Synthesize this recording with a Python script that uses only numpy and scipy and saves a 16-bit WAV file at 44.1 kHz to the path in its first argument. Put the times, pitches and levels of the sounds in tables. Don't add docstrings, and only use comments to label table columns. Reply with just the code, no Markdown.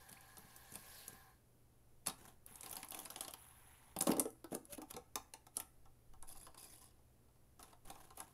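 import sys
import numpy as np
from scipy import signal
from scipy.fft import rfft, irfft, next_fast_len
from scipy.io import wavfile
from scipy.ndimage import map_coordinates

SR = 44100
rng = np.random.default_rng(int(sys.argv[2]) if len(sys.argv) > 2 else 0)


def generate_wav(sig):
    pcm = np.round(np.clip(np.atleast_2d(sig).T, -1, 1) * 32767).astype(np.int16)
    wavfile.write(sys.argv[1], SR, pcm)


N = 367353
TIME = np.arange(N) / SR
RING = TIME[:SR // 6]

# start and end in seconds, level in dB.
GRIP_SHIFTS = [(5.76, 5.9, -58), (6.08, 6.43, -46), (7.83, 7.99, -51.5)]
# time in seconds, relative level in dB.
BRUSH_LEVELS = [(0.0, -69), (0.184, -72), (0.462, -69.5), (0.742, -67.5), (0.886, -63.5), (0.976, -60),
                (1.166, -69.5), (1.3, -75.5), (1.42, -93)]
# time in seconds, level in dB.
TICKS = [(.094, -58), (0.116, -59), (0.381, -53.5), (.739, -54), (1.08, -45.5), (1.131, -62),
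         (2.463, -51.5), (2.556, -53), (2.712, -46.5), (2.907, -46), (3.988, -41), (4.01, -32.5),
         (4.022, -34.5), (4.196, -29.5), (4.2, -36.5), (4.549, -44.5), (4.303, -60), (4.653, -56.5),
         (5.5686, -35.5), (6.225, -52.5), (8.173, -52)]
BUMPS = [(0.112, -59.5), (0.383, -59), (.441, -63), (0.72, -55.5), (0.757, -58), (1.08, -59), (1.129, -58),
         (1.54, -73), (2.077, -50), (2.509, -63), (3.965, -47.5), (4.009, -47), (4.086, -50.5),
         (4.12, -45.5), (4.187, -48.5), (4.527, -56), (4.945, -51)]
# time in seconds, relative level in dB, hardness in dB.
CLACKS = [(.127, -62, 7), (.37, -59, 0), (.755, -55.5, 12), (2.063, -49, 0), (2.0702, -43, 11),
          (2.083, -47.5, 2), (2.097, -47, -10), (2.632, -56.5, 7), (2.661, -52.5, 0), (2.728, -53, 9),
          (2.767, -49.5, 4), (2.83, -50.5, 0), (2.919, -51.5, 0), (2.946, -51, 4), (2.99, -53, 6.5),
          (3.057, -52.5, 1), (3.102, -51.5, -4), (3.16, -49, -1), (3.2077, -49.5, 11.5), (3.248, -52.5, -3),
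          (3.281, -49.5, -6), (3.337, -53.5, 6.5), (4.007, -41, -10), (4.071, -44, 3), (4.117, -42.5, -1),
          (4.939, -53.5, -10), (5.156, -38.5, -3.5), (5.337, -51.5, 1), (5.6, -53, 13.5), (7.628, -60, 5),
          (8.202, -60, 18.5)]
TAPS = [(4.911, -60, 6), (5.467, -59.5, 25), (5.571, -54, -12), (5.855, -64, -14), (6.136, -62.5, 1),
        (6.227, -57.5, -33), (6.351, -60, -5), (6.467, -54, 7), (6.545, -61.5, 26), (7.594, -56.5, 6),
        (7.729, -59.5, -8), (7.901, -49.5, 23), (7.955, -56.5, 0), (8.105, -57, 6), (8.175, -54.5, -12),
        (8.203, -49.5, -1)]
THUDS = [(3.964, -46.5, 18.5), (4.009, -46.5, 16), (4.069, -36, 10), (4.073, -36, 5), (4.092, -28, -12),
         (4.104, -30.5, -2), (4.119, -39, -11), (4.135, -38, 0), (4.167, -41, 8), (4.184, -35.5, -6),
         (4.201, -38.5, 4), (4.255, -38.5, -0.5), (4.443, -48.5, 10), (4.519, -45, -3),
         (4.529, -41.5, -1.5), (4.549, -42, 1), (4.781, -45.5, 0.5), (4.817, -49.5, 14),
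         (4.965, -53.5, 23.5)]
# start and end in seconds, contacts a second, relative level in dB.
FINGER_NICKS = [(0, .75, 5, -57.5), (2.6, 3.35, 16, -51.5)]
TABLE_PATTER = [(2.65, 3.35, 11, -68), (6.7, 7.45, 6.5, -77.5)]
# the dB added to its click, clack, knock and thud.
TICK_MIX_DB = (-1, -20, -19, -19.5)
CLACK_MIX_DB = (-1, -1.5, -4, -10.5)
TAP_MIX_DB = (-14.5, -9.5, -1.5, -11.5)
THUD_MIX_DB = (-17.5, -23.5, -14.5, 0)
CLACK_SHARES = (0.78, 0.16, 0.13, 0)
TAP_SHARES = (0.42, 0.15, 0, 0.12)
THUD_SHARES = (0.71, 1, 0.78, 0)
# slip time and swell time in seconds, peak level in dB.
SCUFFS = [(0.098, 0.023, -55), (.75, 0.055, -57), (2.066, 0.0061, -45), (4.095, 0.022, -39),
          (4.118, 0.0295, -44), (4.528, 0.017, -49), (4.551, 0.013, -46), (4.734, .028, -47),
          (4.752, 0.023, -50.5), (4.78, 0.0057, -52), (4.913, 0.02, -49.5), (5.57, 0.025, -54),
          (8.202, 0.051, -57)]
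# start and end in seconds, hiss level and table level in dB.
SCRAPES = [(2.176, 2.302, -70, -67.5), (2.635, 2.838, -61, -66), (2.899, 3.324, -62, -63.5),
           (7.586, 7.702, -72, -69.5), (7.847, 8.076, -69.5, -65), (8.18, 8.334, -74, -69)]
# start and length in seconds, first and last pitch in Hz, level in dB.
SHORT_TONES = [(.164, 0.018, 1630, 3020, -58), (4.0, 0.075, 506, 583, -56), (4.674, 0.11, 553, 615.4, -55),
               (4.96, 0.041, 490, 475, -47.5)]
# start and end in seconds, relative level in dB.
GLIDES = [(2.47, 2.68, -61), (3.36, 3.93, -62.5)]
CASE_PULLS = [(6.27, 6.32, -58.5), (6.36, 6.46, -62), (6.57, 6.86, -57.5)]

# pitch in Hz, width in Hz, relative level in dB.
HOLLOW_MODES = [(790, 60, 2), (1058, 64, 3.5), (1670, 90, 4), (2320, 130, -7.5), (4320, 170, -5.5),
                (5800, 530, -22)]
CLICK_MODES = [(8260, 2300, -13.5), (8900, 2400, -13), (9660, 700, -2.5), (10760, 1400, 6.5),
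               (10900, 1200, 7), (13200, 500, -8), (13900, 660, -12)]
SHELL_MODES = [(2130, 720, -7), (2755, 340, -0.5), (3560, 290, 0.5), (4160, 470, -15.5), (4290, 180, -3.5),
               (5100, 650, 3), (5970, 400, -2.5), (6270, 1800, -11)]
KNOCK_MODES = [(660, 41, -8), (725, 47, -5), (777, 37, -2.5), (881, 71, -1), (1061, 53, -1.5),
               (1196, 100, -8.5), (1312, 56, -6), (1664, 60, -11.5)]
THUD_MODES = [(229, 48, -20.5), (265, 35, 2.5), (291.7, 22.5, -2.5), (325.6, 16, -1.5), (416.6, 37, -3),
              (485, 15, -4), (553.4, 47, -2), (625, 63, -7.5)]
SWAY_MODES = [(102, 55, -0.5), (154.3, 30, -0.5), (204.5, 22, -3.5), (258, 21, -7.5), (296, 200, -1),
              (425, 130, 3)]
SIZZLE_MODES = [(10570, 330, -2), (13200, 3100, -4.5)]
CASE_MODES = [(2590, 640, -18.5), (3420, 285, -15), (4930, 280, -7.5), (6700, 3100, -7), (10300, 460, 0),
              (11300, 510, -4.5), (13900, 1600, -5.5)]
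GRIT_MODES = [(2660, 130, -1.5), (3570, 150, -11), (5070, 210, 1)]
# frequency in Hz, relative level in dB.
AIR_COLOUR = [(24, -17), (40, -10.5), (66, 1), (93, -8), (123, -11), (160, -12.5), (300, -14.5), (430, -17),
              (620, -21), (1500, -30.5), (3500, -36), (8500, -35.5), (10700, -28), (12300, -32),
              (15500, -33)]
RUMBLE_COLOUR = [(4, -9.5), (12, 1.5), (25, -18.0), (50, -26.5), (200, -58.0), (1000, -107)]
BRUSH_COLOUR = [(120, -23), (200, -12), (365, -17), (399, -10), (462, -3), (783, -10), (1230, -20),
                (1650, -1), (2020, -9), (4330, -7.5), (8500, -11), (11000, -2.5), (15500, -10)]
SCRAPE_COLOUR = [(1200, -1), (1900, -6.5), (2600, -1), (3500, -3), (4100, -5.5), (5000, -7.5), (6500, -2),
                 (8600, -6.5), (9400, 2), (10400, 6), (12400, 2.5), (13400, -14.5), (15000, -4)]
TABLE_COLOUR = [(150, -1), (280, 1.5), (580, -4.5), (770, 4), (900, -7), (1050, 5), (1250, -12), (1700, -8),
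                (2400, -18.5)]
GLIDE_COLOUR = [(300, -26), (600, -14), (750, -1.5), (1030, -1.5), (1200, -6), (1650, -5.5), (2700, -9),
                (3600, -9.5), (4600, -18), (7000, -16), (15500, -22)]
# frequency in Hz, seconds to fade by 60 dB.
ECHO_FADE = [(200, 0.34), (530, 0.1), (1400, 0.48), (3700, 0.15), (10000, 0.4)]
# frequency in Hz, level in dB against the direct sound.
ECHO_LEVELS = [(200, -7.5), (450, -7), (900, -11), (3000, -9), (10000, -19)]


def from_db(db):
    return 10 ** (np.asarray(db) / 20)


def rms_one(x):
    return x / np.sqrt(np.mean(x ** 2) + 1e-20)


def energy_one(x):
    return x / np.sqrt(np.sum(x ** 2) + 1e-20)


def at_hz(points, hz):
    freqs, values = np.transpose(points)
    return np.interp(np.log(np.maximum(hz, 1)), np.log(freqs), values)


def add(track, s, sound):
    start = max(round(s * SR), 0)
    track[start:start + len(sound)] += sound[:max(N - start, 0)]


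def band_pass(x, low_hz, high_hz):
    return signal.sosfilt(signal.butter(2, [low_hz, high_hz], "band", fs=SR, output="sos"), x)


def coloured(x, colour):
    size = next_fast_len(N)
    hz = np.arange(size // 2 + 1) * SR / size
    return rms_one(irfft(rfft(x, size) * from_db(at_hz(colour, hz)), size)[:N])


def rings(modes):
    return np.array([from_db(db) * energy_one(np.sin(2 * np.pi * hz * RING) * np.exp(-np.pi * width * RING))
                     for hz, width, db in modes])


def resonant(x, modes):
    signs = (-1) ** np.arange(len(modes))
    return rms_one(signal.fftconvolve(x, signs @ rings(modes))[:N])


def strokes(rows, attack_s, sag_db_per_s, release_s):
    out = 0
    for start, end, level_db in rows:
        held_s = np.clip(TIME - start, 0, end - start)
        onset = np.clip((TIME - start) / attack_s, 0, 1)
        release = np.exp(-np.clip((TIME - end) / release_s, 0, 20))
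        out = out + onset * release * from_db(level_db - sag_db_per_s * held_s)
    return out


def stick_slip(per_s, depth_db):
    times = np.cumsum(rng.exponential(1 / per_s, size=4000))
    swings = np.clip(rng.standard_normal(len(times)), -2, 2)
    return np.interp(TIME, times, from_db(depth_db * swings))


def friction(grains_per_s, spread_db, grain_db, flutter_db):
    edges_hz = np.linspace(10, 128, 19) ** 2
    groups, out = 6, 0
    white = rng.standard_normal((2, N))
    sizes = from_db(spread_db * np.minimum(rng.exponential(1, N), 4)) * rng.choice([-1, 1], N)
    caught = rng.random(N) < groups * grains_per_s / SR
    catches = np.sqrt(groups) * from_db(grain_db) * rms_one(sizes * caught)
    group = rng.integers(0, groups, N)
    for k, (low, high) in enumerate(zip(edges_hz, edges_hz[1:])):
        hiss = white[k % 2] * stick_slip(per_s=80, depth_db=flutter_db)
        out = out + band_pass(hiss + catches * (group == k % groups), low, high)
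    return out


def background(hum_hz=120, hum_db=-76):
    air = from_db(-70.5) * coloured(rng.standard_normal(N), AIR_COLOUR)
    hum = from_db(hum_db) * np.sqrt(2) * np.sin(2 * np.pi * hum_hz * TIME)
    grip_gain = from_db(-71.5) + strokes(GRIP_SHIFTS, attack_s=0.04, sag_db_per_s=39, release_s=0.039)
    rumble = grip_gain * coloured(rng.standard_normal(N), RUMBLE_COLOUR)
    return air + hum + rumble


def brushing():
    times, levels_db = np.transpose(BRUSH_LEVELS)
    end_fades = np.clip(1 + np.minimum(TIME - times[0], times[-1] - TIME) / 0.013, 0, 1)
    hiss_gain = end_fades * from_db(np.interp(TIME, times, levels_db) + 3)
    hollow_gain = strokes([(0, 1.298, -68)], attack_s=0.006, sag_db_per_s=1, release_s=0.044)
    rub = friction(grains_per_s=660, spread_db=7, grain_db=-6, flutter_db=4)
    hollow = resonant(rng.standard_normal(N), HOLLOW_MODES)
    return hiss_gain * coloured(rub, BRUSH_COLOUR) + hollow_gain * hollow


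def scattered(spells, most=16, spread_db=3):
    rows = []
    for start, end, per_s, level_db in spells:
        place, size = rng.random((most, 2)).T
        times = start + (np.arange(most) + place) / per_s
        levels_db = level_db + spread_db * (2 * size - 1)
        rows += [(s, db) for s, db in zip(times, levels_db) if s < end]
    return rows


def voiced(rows, mix_db, shares):
    return [(s, *(level_db + np.array(mix_db) + hardness_db * np.array(shares)))
            for s, level_db, hardness_db in rows]


def dying_noise(fade_ms, rise_ms=0.55):
    ms = 1000 * RING
    envelope = (1 - np.exp(-ms / rise_ms)) * from_db(-60 * ms / fade_ms)
    return energy_one(rng.standard_normal(len(RING)) * envelope)


def struck(modes, times, levels_db, chatter_ms, snap_db, dense_db, buzz_db, buzz_ms):
    tones, out = rings(modes), np.zeros(N)
    for s, level_db in zip(times, levels_db):
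        force = dying_noise(chatter_ms) + from_db(buzz_db) * dying_noise(buzz_ms)
        force[0] += from_db(snap_db)
        force = band_pass(force, 0.8 * modes[0][0], 1.2 * modes[-1][0])
        weights = from_db(3 * rng.standard_normal(len(modes))) * rng.choice([-1, 1], len(modes))
        ringing = energy_one(signal.fftconvolve(force, weights @ tones)[:len(RING)])
        sound = energy_one(ringing + from_db(dense_db) * energy_one(force))
        add(out, s, from_db(level_db) * np.sqrt(SR / 100) * sound)
    return out


def contacts():
    ticks = [(s, *(db + np.array(TICK_MIX_DB))) for s, db in TICKS + scattered(FINGER_NICKS)]
    patter = [(s, db, 0) for s, db in scattered(TABLE_PATTER)]
    clacks = voiced(CLACKS, CLACK_MIX_DB, CLACK_SHARES)
    taps = voiced(TAPS + patter, TAP_MIX_DB, TAP_SHARES)
    thuds = voiced(THUDS, THUD_MIX_DB, THUD_SHARES)
    times, click_db, clack_db, knock_db, thud_db = np.transpose(ticks + clacks + taps + thuds)
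    click = struck(CLICK_MODES, times, click_db,
                   chatter_ms=11.7, snap_db=-17, dense_db=-7, buzz_db=-9, buzz_ms=117)
    clack = struck(SHELL_MODES, times, clack_db,
                   chatter_ms=20, snap_db=-5.5, dense_db=3, buzz_db=-7, buzz_ms=110)
    knock = struck(KNOCK_MODES, times, knock_db,
                   chatter_ms=81, snap_db=-7, dense_db=-14, buzz_db=-8.5, buzz_ms=170)
    thud = struck(THUD_MODES, times, thud_db,
                  chatter_ms=33, snap_db=5, dense_db=-10.5, buzz_db=-12.5, buzz_ms=230)
    return click + clack + knock + thud


def scraping():
    grain = friction(grains_per_s=300, spread_db=4, grain_db=0.5, flutter_db=2)
    grain *= stick_slip(per_s=140, depth_db=4.5)
    hiss_rows = [(start, end, db) for start, end, db, _ in SCRAPES]
    table_rows = [(start, end, db + 0.1) for start, end, _, db in SCRAPES]
    hiss_gain = strokes(hiss_rows, attack_s=0.005, sag_db_per_s=1, release_s=0.02)
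    table_gain = strokes(table_rows, attack_s=0.015, sag_db_per_s=20, release_s=0.037)
    for slip_s, swell_s, db in SCUFFS:
        swell, drop = 2 * (TIME - slip_s) / swell_s, (slip_s - TIME) / 0.0023
        hiss_gain += from_db(db) * np.exp(np.maximum(np.minimum(swell, drop), -20))
    return hiss_gain * coloured(grain, SCRAPE_COLOUR) + table_gain * coloured(grain, TABLE_COLOUR)


def bumps():
    tones, out = rings(SWAY_MODES), np.zeros(N)
    soft_onset = 1 - np.exp(-RING / 0.0074)
    for s, level_db in BUMPS:
        sound = energy_one(rng.choice([-1, 1], len(tones)) @ tones * soft_onset)
        add(out, s, from_db(level_db) * np.sqrt(SR / 100) * sound)
    return out


def short_tones():
    out = np.zeros(N)
    for s, length_s, start_hz, end_hz, level_db in SHORT_TONES:
        hz = np.linspace(start_hz, end_hz, int(length_s * SR))
        tone = np.sin(2 * np.pi * np.cumsum(hz) / SR)
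        add(out, s, from_db(level_db) * np.hanning(len(tone)) * tone)
    return out


def gliding():
    sizzle_gain = from_db(-0.5) * strokes(GLIDES, attack_s=0.033, sag_db_per_s=18.5, release_s=0.042)
    rub_gain = from_db(-6) * strokes(GLIDES, attack_s=0.0067, sag_db_per_s=6.5, release_s=0.046)
    rub = friction(grains_per_s=300, spread_db=7, grain_db=-5, flutter_db=3)
    return sizzle_gain * resonant(rub, SIZZLE_MODES) + rub_gain * coloured(rub, GLIDE_COLOUR)


def dragging():
    rasp_gain = strokes(CASE_PULLS, attack_s=0.0089, sag_db_per_s=29, release_s=0.033)
    body_gain = strokes(CASE_PULLS, attack_s=0.0062, sag_db_per_s=17, release_s=0.059)
    slips = friction(grains_per_s=600, spread_db=4.5, grain_db=3, flutter_db=6.5)
    slips *= stick_slip(per_s=460, depth_db=4)
    position = np.cumsum(stick_slip(per_s=30, depth_db=0.5))
    grit = map_coordinates(resonant(slips, GRIT_MODES), [position], order=3, mode="mirror")
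    body = from_db(-10.5) * coloured(slips, TABLE_COLOUR) + from_db(-18) * grit
    return rasp_gain * resonant(slips, CASE_MODES) + body_gain * body


def room_echo(x):
    t, edges_hz, tail = TIME[:SR // 2], np.geomspace(100, 16000, 9), 0
    build_up = np.clip((t - 0.003) / 0.0014, 0, 1)
    for low, high in zip(edges_hz, edges_hz[1:]):
        hz = np.sqrt(low * high)
        fade = from_db(-60 * t / at_hz(ECHO_FADE, hz))
        echoes = energy_one(rng.standard_normal(len(t)) * build_up * fade)
        tail = tail + from_db(at_hz(ECHO_LEVELS, hz)) * band_pass(echoes, low, high)
    return signal.fftconvolve(x, tail)[:N]


def scene():
    handling = contacts() + bumps() + brushing() + scraping() + gliding() + dragging() + short_tones()
    return (handling + room_echo(handling) + background())[None]


def record(dry):
    soften_hz, cutoff_hz = 15000, 15600
    softened = signal.sosfilt(signal.butter(2, soften_hz, fs=SR, output="sos"), dry)
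    return signal.sosfilt(signal.ellip(10, 0.1, 70, cutoff_hz, fs=SR, output="sos"), softened)


dry = scene()
out = record(dry)
generate_wav(out)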